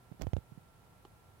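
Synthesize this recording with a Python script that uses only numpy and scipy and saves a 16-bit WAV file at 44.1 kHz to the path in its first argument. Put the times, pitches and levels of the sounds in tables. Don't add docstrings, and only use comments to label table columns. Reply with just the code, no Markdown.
import sys
import numpy as np
from scipy import signal
from scipy.fft import rfft, irfft
from scipy.io import wavfile

SR = 44100
rng = np.random.default_rng(int(sys.argv[2]) if len(sys.argv) > 2 else 0)


def log_audio(samples):
    frames = np.atleast_2d(samples).T
    limited = np.clip(frames, -1, 1)
    pcm = np.round(limited * 32767).astype(np.int16)
    wavfile.write(sys.argv[1], SR, pcm)


N = 61739

# t/s, push level/dB, push time constant/ms, low cut/Hz, knock level/dB, crackle level/dB
FINGER_BUMPS = [(0.1148, -18.5, 2.1, 130.5, -60, -74), (0.1232, -36, 0.31, 158, -51, -67),
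                (0.1431, -39, .9, 146, -62, -72), (0.1970, -29, 1.16, 116, -48, -64),
                (0.2150, -21, 1.73, 111, -53, -43), (0.2250, -15, 4.9, 72.4, -52, -51),
                (0.2435, -24, 2.15, 54, -48, -75), (0.2676, -13.5, 2.2, 78, -31.5, -42.5),
                (0.332, -10, 2, 71, -30.5, -36.5), (0.3654, -14.5, 2.15, 70.3, -29.5, -41),
                (0.3813, -25.5, 1.25, 103, -49.5, -57), (0.5187, -22.5, 2.24, 122, -59, -69),
                (0.5751, -20.5, 2.15, 138, -72, -76)]
# f/Hz, relative level/dB, T60/s
CASE_MODES = [(400, -9.5, 0.02), (527, 2, .018), (670, -7, .014), (950, -11.5, 0.004)]
# f/Hz, relative level/dB
CRACKLE_SPECTRUM = [(200, -3), (800, 14), (1500, -2), (2200, 2), (3100, 1), (4200, -8), (6500, -7.5),
                    (9500, -16.5), (16000, -25)]
# t/s, level/dB
SCRAPE_ENVELOPE = [(0.194, -51), (.208, -61), (0.213, -34), (0.221, -40), (0.232, -39.5), (.241, -44),
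                   (0.245, -78)]
# f/Hz, relative level/dB
SCRAPE_SPECTRUM = [(50, 8), (110, -4.5), (300, 0), (650, -7.5), (1300, -19), (2800, -26), (4200, -28.5),
                   (6200, -30.5), (9500, -47), (16000, -40)]
# f/Hz, relative level/dB
CLICK_SPECTRUM = [(150, -16), (650, -9), (1400, -0.5), (2700, -0.5), (4200, -7), (5800, 1.5), (7600, -4),
                  (9300, -16.5), (13000, -10.5), (16000, -5.5)]
# f/Hz, relative level/dB, T60/s
TICK_MODES = [(373, 6, 0.024), (830, -4.5, 0.043), (1100, 1, 0.0087), (2980, -7.5, 0.014),
              (4130, -13, .006), (6750, -23, .005)]
# f/Hz, relative level/dB
ROOM_SPECTRUM = [(15, -55.5), (25, -20), (38, -5.5), (70, -4.5), (108, -2), (161, -4.5), (229, -12.5),
                 (263, -11.5), (293, -15), (335, -14), (503, -12), (545, -18), (714, -13), (988, -15),
                 (1130, -20), (1330, -18.5), (1440, -21), (5280, -32.5), (8830, -35.5), (9840, -33),
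                 (16000, -34)]
# f/Hz, correlation coefficient
ROOM_CORRELATION = [(60, 0.76), (130, 0.72), (290, 0.28), (640, 0.52), (1400, 0), (15000, 0)]
# f/Hz, left minus right level/dB
ROOM_BALANCE = [(60, -5), (250, 0.5), (700, -1), (1300, -2.5), (4400, -2), (6000, -2.5), (9500, 6),
                (15000, -2.5)]
# f/Hz, left level/dB, right level/dB
HUM_AND_WHINE = [(96, -76, -74), (120, -76, -77), (1361, -85, -73)]
# f/Hz, left level per harmonic/dB, right level per harmonic/dB
BUZZ_SPECTRUM = [(5060, -113, -110), (6660, -111, -101), (8350, -104, -92.5), (9040, -106, -102),
                 (9570, -91.5, -108), (10600, -104, -106), (12900, -104, -100), (15400, -110, -110)]
# f/Hz, level/dB
WHISTLE_TONES = [(10170, -87), (11230, -85)]


def finger_bumps():
    impacts, crackle = np.zeros(N), np.zeros(N)
    knock_lag_s, crackle_lag_s = 0.001302, 0.001
    for start, push_db, push_ms, cut_hz, knock_db, crackle_db in FINGER_BUMPS:
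        u = since(start) * 1000 / push_ms
        push = -(u / 2) ** 2 * np.exp(2 - u)
        low_cut = signal.butter(5, cut_hz, "high", fs=SR, output="sos")
        impacts += undb(push_db) * signal.sosfilt(low_cut, push)
        impacts += undb(knock_db) * ring(start + knock_lag_s, CASE_MODES)
        crackle += undb(crackle_db) * burst(start + crackle_lag_s, decay_s=0.0028)
    return impacts + colour(crackle, CRACKLE_SPECTRUM)


def finger_scrape(slips_per_s=2600, spread_db=3.5):
    slipping = rng.random(N) < slips_per_s / SR
    slips = slipping * rng.choice([-1, 1], N) * undb(spread_db * rng.standard_normal(N))
    times, db = np.array(SCRAPE_ENVELOPE).T
    envelope = np.interp(since(0), times, undb(db), left=0, right=0)
    return colour(envelope * slips / slips.std(), SCRAPE_SPECTRUM)


def click(start=0.2203):
    return undb(-17) * colour(signal.unit_impulse(N, int(start * SR)), CLICK_SPECTRUM)


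def distant_tick(start=1.051, right_over_left_db=3.5):
    tail = np.array([colour(burst(start, decay_s=0.007), CRACKLE_SPECTRUM) for _ in range(2)])
    low_cut = signal.butter(2, 350, "high", fs=SR, output="sos")
    tick = signal.sosfilt(low_cut, ring(start, TICK_MODES))
    pan = undb([[-right_over_left_db / 2], [right_over_left_db / 2]])
    return (undb(-47.5) * tick + undb(-56.5) * tail) * pan


def room_noise():
    correlation = on_bins(ROOM_CORRELATION)
    mid, side = (rfft(colour(rng.standard_normal(N), ROOM_SPECTRUM), 2 * N) for _ in range(2))
    mid *= np.sqrt((1 + correlation) / 2)
    side *= np.sqrt((1 - correlation) / 2)
    balance = undb(on_bins(ROOM_BALANCE) / 2)
    left, right = (mid + side) * balance, (mid - side) / balance
    return undb(-62) * irfft([left, right])[:, :N]


def hum_and_whine(relative_wander=0.0003, flutter_db=0.8):
    out = np.zeros((2, N))
    for hz, left_db, right_db in HUM_AND_WHINE:
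        tone = sinusoid(hz * (1 + relative_wander * walk(9.1)))
        flutter = undb(flutter_db * walk(8.4))
        out += undb([[left_db], [right_db]]) * tone * flutter
    return out


def mains_buzz(fundamental_hz=120.09):
    out, t = np.zeros((2, N)), since(0)
    envelope_hz, left_db, right_db = np.array(BUZZ_SPECTRUM).T
    for hz in fundamental_hz * np.arange(42, 130):
        rms = undb([[np.interp(hz, envelope_hz, left_db)], [np.interp(hz, envelope_hz, right_db)]])
        out += rms * np.sqrt(2) * np.sin(2 * np.pi * (hz * t + rng.random((2, 1))))
    return out


def whistles(wander_hz=30):
    out = np.zeros((2, N))
    for hz, db in WHISTLE_TONES:
        out[0] += undb(db) * sinusoid(hz + wander_hz * walk(60))
    return out


def ring(start, modes):
    age = since(start)
    return -sum(undb(db - 60 * age / t60) * np.sin(2 * np.pi * hz * age) for hz, db, t60 in modes)


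def burst(start, decay_s, rise_s=0.00023):
    age = since(start)
    return rng.standard_normal(N) * (1 - np.exp(-age / rise_s)) * np.exp(-age / decay_s)


def colour(x, spectrum):
    cepstrum = irfft(np.log(undb(on_bins(spectrum))))
    cepstrum[1:N] *= 2
    cepstrum[N + 1:] = 0
    response = np.exp(rfft(cepstrum))
    response /= np.sqrt(np.mean(abs(response) ** 2))
    return irfft(rfft(x, 2 * N) * response)[:N]


def on_bins(points):
    hz, value = np.array(points, float).T
    bin_hz = np.maximum(np.fft.rfftfreq(2 * N, 1 / SR), 1)
    return np.interp(np.log(bin_hz), np.log(hz), value)


def sinusoid(hz):
    return np.sqrt(2) * np.sin(2 * np.pi * np.cumsum(hz) / SR)


def walk(points_per_s):
    return np.interp(since(0) * points_per_s, np.arange(N), rng.standard_normal(N))


def since(start):
    return np.maximum(np.arange(N) / SR - start, 0)


def undb(db):
    return 10 ** (np.asarray(db) / 20)


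def scene():
    handling = finger_bumps() + finger_scrape() + click()
    left_leak_db = -33.5
    events = np.array([undb(left_leak_db) * handling, handling]) + distant_tick()
    return events + room_noise() + hum_and_whine() + mains_buzz() + whistles()


def record(dry):
    return signal.sosfilt(signal.ellip(8, 0.2, 70, 15800, fs=SR, output="sos"), dry)


dry = scene()
out = record(dry)
log_audio(out)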